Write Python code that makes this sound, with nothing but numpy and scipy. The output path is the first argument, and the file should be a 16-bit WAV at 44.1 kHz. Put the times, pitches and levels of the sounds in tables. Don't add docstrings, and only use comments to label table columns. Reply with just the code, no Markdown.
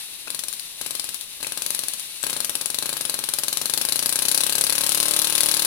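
import sys
import numpy as np
from scipy import signal
from scipy.fft import rfft, irfft
from scipy.io import wavfile
from scipy.ndimage import uniform_filter1d

SR = 44100
rng = np.random.default_rng(int(sys.argv[2]) if len(sys.argv) > 2 else 0)


def materialize(psi):
    bounded = np.clip(np.atleast_2d(psi).T, -1, 1)
    quanta = np.round(bounded * 32767).astype(np.int16)
    wavfile.write(sys.argv[1], SR, quanta)


def linear_from_db(decibels):
    return 10 ** (np.asarray(decibels, float) / 20)


N = 249606

# (frequency [Hz], relative level [dB])
RUMBLE_SPECTRUM = [(25, 2.5), (60, -1), (130, 2), (300, 1), (700, -1), (1500, -5.5)]
RUMBLE_DB = -47
# (time [s], peak level [dB], frequency [Hz])
HAND_THUMPS = [(1.372, -52, 45), (1.42, -52, 40)]
# (frequency [Hz], width [Hz], relative level [dB])
STANDING_WAVES = [(81, 43, -18.5), (142.5, 19, -7.5), (193, 4.9, -12.5), (232.2, 3.7, -3),
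                  (293.3, 18, -8.5), (331.6, 6.3, -5), (415.3, 5.8, -10.5), (515.3, 6.2, -2.5),
                  (591, 1.8, -1), (675, 13, -19.5), (859, 14.4, -7), (927, 2.5, -2.5), (1074, 9.3, -8),
                  (1190, 17, -9.5)]
STANDING_WAVES_DB, DIFFUSE_FROM_HZ = 17.5, 510
ROOM_T60_S, ROOM_JET_DB, ROOM_POP_DB = 0.37, -7.5, -4
# (time [s], relative level [dB])
LEAK_LEVEL = [(0.0, -35), (0.42, -39.5), (0.6, -36.5), (1.3, -36.5), (2.1, -34.5), (2.65, -37.5),
              (3.0, -36), (4.4, -37), (4.9, -32), (5.66, -31.5)]
# (frequency [Hz], relative level [dB])
LEAK_SPECTRUM = [(300, -39.5), (800, -8.5), (1500, -8), (2700, 1.5), (4000, 1.5), (7000, -1.5), (10000, 1),
                 (12500, -5), (16000, -15.5)]
# (frequency [Hz], width [Hz], relative level [dB])
LEAK_TONES = [(2740, 270, -20), (3770, 330, -12)]
# (time [s], relative level [dB], ring frequency [Hz])
SHORT_TICKS = [(0.2754, -35, 1420), (0.28, -30, 2600), (0.528, -30.5, 9130), (0.876, -45, 10100),
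               (1.404, -52, 260), (1.4462, -28, 2600), (2.2296, -22, 8000), (2.2373, -33, 1660),
               (2.305, -28.5, 9560)]
# (time [s], speed [turns/s])
SHAFT_SPEED = [
    [(0.2721, 47.98), (0.2962, 23.06), (0.4611, 21.55), (0.6062, 14.89)],
    [(0.8123, 18.9), (0.9052, 23.15), (1.064, 21.3), (1.2213, 12.67)],
    [(1.4044, 48.78), (1.4513, 21.44), (1.5207, 17.44), (1.6398, 24.04), (1.8374, 22.26), (2.0073, 14.64)],
    [(2.2374, 35.52), (2.554, 15.11), (2.6533, 22.81), (2.8173, 24.52), (2.8202, 31.65), (2.9578, 24.92),
     (3.2027, 20.19), (3.413, 20.52), (3.6623, 24.37), (4.0151, 29.73), (4.5304, 34.48), (5.0827, 37.15),
     (5.66, 37.12)],
]
# (time [s], jet level [dB], pop level [dB]), both relative
GAS_SUPPLY = [(0.3, -23.5, -24), (0.36, -20.5, -26), (0.8, -21, -24), (1.45, -22.5, -24),
              (1.8, -19.5, -23.5), (2.25, -20.5, -22), (2.5, -18.5, -23), (2.85, -19, -22),
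              (3.4, -16.5, -22.5), (4.4, -13.5, -20), (5.66, -13, -20.5)]
OPEN_MS, OPEN_MS_PER_TURN_S = 14.97, 0.19
# (start [s], end [s])
VALVE_LAG = [(0.2, 0.7), (0.769, 1.3), (1.541, 2.1), (2.598, 2.8)]
LAG_MS, LAG_RISE_S, LAG_POP_DB = 8.1, 0.17, -3.5
FILL_TURNS_S, EMPTY_DB_PER_TURN_S = 37.5, -0.81
STALL_JET_DB, STALL_POP_DB, STALL_TURNS = -3.5, -21, 0.99
# (frequency [Hz], relative level [dB])
JET_SPECTRUM = [(300, -20), (1000, -14), (2000, -5.5), (4000, 5.5), (7000, 1), (11000, 4.5), (16000, -7)]
# (frequency [Hz], width [Hz], relative level [dB])
METAL_RESONANCES = [(554, 200, -12), (1330, 390, -18), (1670, 180, -9), (2600, 390, -2)]
# (frequency [Hz], coherence [0-1])
PORT_COHERENCE = [(100, 0.65), (400, 0.8), (1000, 0.47), (2000, 0.4), (4000, 0.36), (16000, 0.62)]
# (frequency [Hz], left minus right level [dB])
DIRECT_SHADOW = [(60, 4), (200, 4), (700, 6), (1500, 7), (3000, 12), (5000, 15), (7000, 17), (10000, 26),
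                 (15000, 17)]
# (frequency [Hz], left minus right level [dB])
DIFFUSE_BALANCE = [(60, 4.5), (400, 4.5), (2400, 2.5), (4100, 4), (6500, 5), (8500, 3.5), (10100, 26),
                   (12000, -3), (15000, 1)]
RIGHT_LAG_SAMPLES = 4
# (frequency [Hz], width [Hz], gain [dB])
MIC_CAVITIES = [(4290, 480, 3), (9960, 1050, 9)]
TOP_HZ = 16000


def colour(x, points, gain=linear_from_db):
    hz, value = np.transpose(points)
    log_hz = np.log(np.maximum(np.arange(1025) * SR / 2048, 1))
    cepstrum = irfft(np.log(gain(np.interp(log_hz, np.log(hz), value))))
    cepstrum[1:1024] *= 2
    cepstrum[1025:] = 0
    return signal.fftconvolve(x, irfft(np.exp(rfft(cepstrum))))[:N]


def ring(x, hz, width):
    return signal.lfilter(*signal.iirpeak(hz, hz / width, SR), x)


def resonances(x, table):
    return sum(linear_from_db(db) * ring(x, hz, width) for hz, width, db in table)


def unit(x):
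    return x / np.sqrt(np.mean(x ** 2))


def walk(rate):
    k = max(int(SR / rate), 1)
    return unit(uniform_filter1d(uniform_filter1d(rng.standard_normal(N), k), k))


def turbulence(points):
    near, other = (unit(colour(rng.standard_normal(N), points)) for _ in range(2))
    shared = colour(near, PORT_COHERENCE, lambda c: np.clip(c, .01, .99))
    apart = colour(other, PORT_COHERENCE, lambda c: np.sqrt(1 - np.clip(c, .01, .99) ** 2))
    return np.array([near, shared + apart])


def balance(pair, points):
    right = colour(pair[1], points, lambda db: linear_from_db(-db))
    return np.array([pair[0], np.roll(right, RIGHT_LAG_SAMPLES)])


def rumble():
    return linear_from_db(RUMBLE_DB) * turbulence(RUMBLE_SPECTRUM)


def thumps(length_s=0.01):
    t = np.arange(N) / SR
    return sum(linear_from_db(db) * np.sin(2 * np.pi * hz * (t - s)) * np.exp(-((t - s) / length_s) ** 2)
               for s, db, hz in HAND_THUMPS)


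def standing_waves(steps):
    ports = linear_from_db(2.0 * rng.standard_normal((len(STANDING_WAVES), 1, 1)) * [[1], [-1]])
    boom = 0
    for k, (hz, width, db) in enumerate(STANDING_WAVES):
        boom = boom + (-1) ** k * linear_from_db(db) * ports[k] * ring(steps, hz, width)
    return linear_from_db(STANDING_WAVES_DB) * boom


def diffuse_echo(x):
    t = np.arange(int(.5 * SR)) / SR
    decay = np.exp(-np.log(1000) * t / ROOM_T60_S)
    tails = rng.standard_normal((2, len(t))) * decay * (t > .0015)
    return np.array([signal.fftconvolve(x, tail / np.linalg.norm(tail))[:N] for tail in tails])


def leak():
    level_db = np.interp(np.arange(N) / SR, *np.transpose(LEAK_LEVEL))
    hiss = turbulence(LEAK_SPECTRUM)
    hiss = hiss + 4 * resonances(hiss, LEAK_TONES)
    return linear_from_db(level_db + 1.0 * walk(40)) * hiss


def ticks(damp=2.0, grit=0.89):
    out, t = np.zeros(N), np.arange(400) / SR
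    grains = rng.standard_normal((len(SHORT_TICKS), len(t)))
    for (s, db, hz), grain in zip(SHORT_TICKS, grains):
        shape = np.sin(2 * np.pi * hz * t) + grit * ring(grain, hz, 2.04 * hz)
        start = int(s * SR)
        out[start:start + len(t)] += linear_from_db(db + 12) * shape * np.exp(-t / (0.0016 + damp / hz))
    return out


def cycles(jet_scatter_db=1.0, pop_scatter_db=0.17):
    rows = []
    for spin in SHAFT_SPEED:
        s, speed = np.transpose(spin)
        t = np.arange(s[0], s[-1], 1 / SR)
        turns = np.cumsum(np.interp(t, s, speed)) / SR
        count = np.arange(int(turns[-1]) + 1)
        when = np.interp(count, turns, t)
        stall = np.exp((count - count[-1]) / STALL_TURNS) * (spin is not SHAFT_SPEED[-1])
        rows.append([when, np.interp(when, s, speed), stall])
    when, speed, stall = np.hstack(rows)
    lag = sum(np.clip((when - a) / LAG_RISE_S, 0, 1) * (when < b) for a, b in VALVE_LAG)
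    empty_db = EMPTY_DB_PER_TURN_S * np.maximum(speed - FILL_TURNS_S, 0)
    at, jet_supply_db, pop_supply_db = np.transpose(GAS_SUPPLY)
    chance = rng.standard_normal((len(when), 2)).T
    jet_db = np.interp(when, at, jet_supply_db) + empty_db
    jet_db += STALL_JET_DB * stall ** 2 + jet_scatter_db * chance[0]
    pop_db = np.interp(when, at, pop_supply_db) + empty_db
    pop_db += STALL_POP_DB * stall + LAG_POP_DB * lag + pop_scatter_db * chance[1]
    open_ms = OPEN_MS - OPEN_MS_PER_TURN_S * speed + LAG_MS * lag
    return np.transpose([when, jet_db, pop_db, open_ms])


def exhaust(rows, shut_db=-5, slow_db=1.4, lag_ms=0.12, rise_ms=1.43, spit_ms=2.39, blow_db=-11, blow_ms=14,
            snap_db=-13, burst_db=-10, burst_db_per_ms=1.0, burst_scatter_db=4.0, slack_ms=0.085, soft=0.13):
    t_ms = np.arange(N) / SR * 1000
    steps, jet = np.zeros(N), np.zeros(N)
    for (s, jet_db, pop_db, open_ms), chance in zip(rows, rng.standard_normal((len(rows), 4))):
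        span = slice(int(s * SR) - 50, int((s + .04) * SR))
        ms = t_ms[span] - s * 1000 - slack_ms * chance[0]
        edge = np.exp(soft * chance[1])
        left = linear_from_db(-slow_db * (open_ms - 8))
        push = np.exp(-(ms / (0.12 * edge)) ** 2)
        pull = left * linear_from_db(shut_db) * np.exp(-((ms - open_ms) / (0.097 * edge)) ** 2)
        steps[span] += linear_from_db(pop_db) * (push - pull)
        age = np.maximum(ms - lag_ms, 0)
        outflow = np.exp(-age / spit_ms) + linear_from_db(blow_db) * np.exp(-age / blow_ms)
        spit = (1 - np.exp(-age / rise_ms)) * outflow
        fade = np.exp(-np.maximum(ms - open_ms - .6, 0) / 1.2)
        snap = left ** 2 * linear_from_db(snap_db) * np.exp(-((ms - open_ms - .9) / 1.4) ** 2)
        peak_db = burst_db + burst_db_per_ms * min(open_ms - 8, 4.0) + burst_scatter_db * np.tanh(chance[2])
        burst = linear_from_db(peak_db) * np.exp(-((ms - 1.5 - 0.32 * chance[3]) / 0.65) ** 2)
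        jet[span] += linear_from_db(jet_db) * (0.85 * spit * fade + burst + snap)
    return steps, jet


def spits(jet):
    return jet * linear_from_db(6 + 1.0 * walk(1200)) * turbulence(JET_SPECTRUM)


def pops(steps, direct_db=5, ring_db=16, cut_hz=300):
    direct = signal.lfilter(*signal.butter(1, cut_hz, "high", fs=SR), steps)
    return linear_from_db(direct_db) * direct + linear_from_db(ring_db) * resonances(steps, METAL_RESONANCES)


def scene():
    steps, jet = exhaust(cycles())
    bright, pop = spits(jet) + ticks(), pops(steps)
    high_pass = signal.butter(2, DIFFUSE_FROM_HZ, "high", fs=SR, output="sos")
    upper = signal.sosfilt(high_pass, pop)
    wash = diffuse_echo(linear_from_db(ROOM_JET_DB) * bright[0] + linear_from_db(ROOM_POP_DB) * upper)
    diffuse = leak() + standing_waves(steps) + wash + rumble() + thumps()
    return balance(bright + pop, DIRECT_SHADOW) + balance(diffuse, DIFFUSE_BALANCE)


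def band_limit(x):
    return signal.sosfilt(signal.butter(12, 16350, fs=SR, output="sos"), x)


def record(dry):
    lift = sum((linear_from_db(db) - 1) * ring(dry, hz, width) for hz, width, db in MIC_CAVITIES)
    clipped = np.clip(linear_from_db(-1) * (dry + lift), -1, 1)
    low_pass = signal.ellip(8, .2, 60, TOP_HZ, fs=SR, output="sos")
    mix = signal.sosfilt(low_pass, clipped)
    return band_limit(mix)


dry = scene()
out = record(dry)
materialize(out)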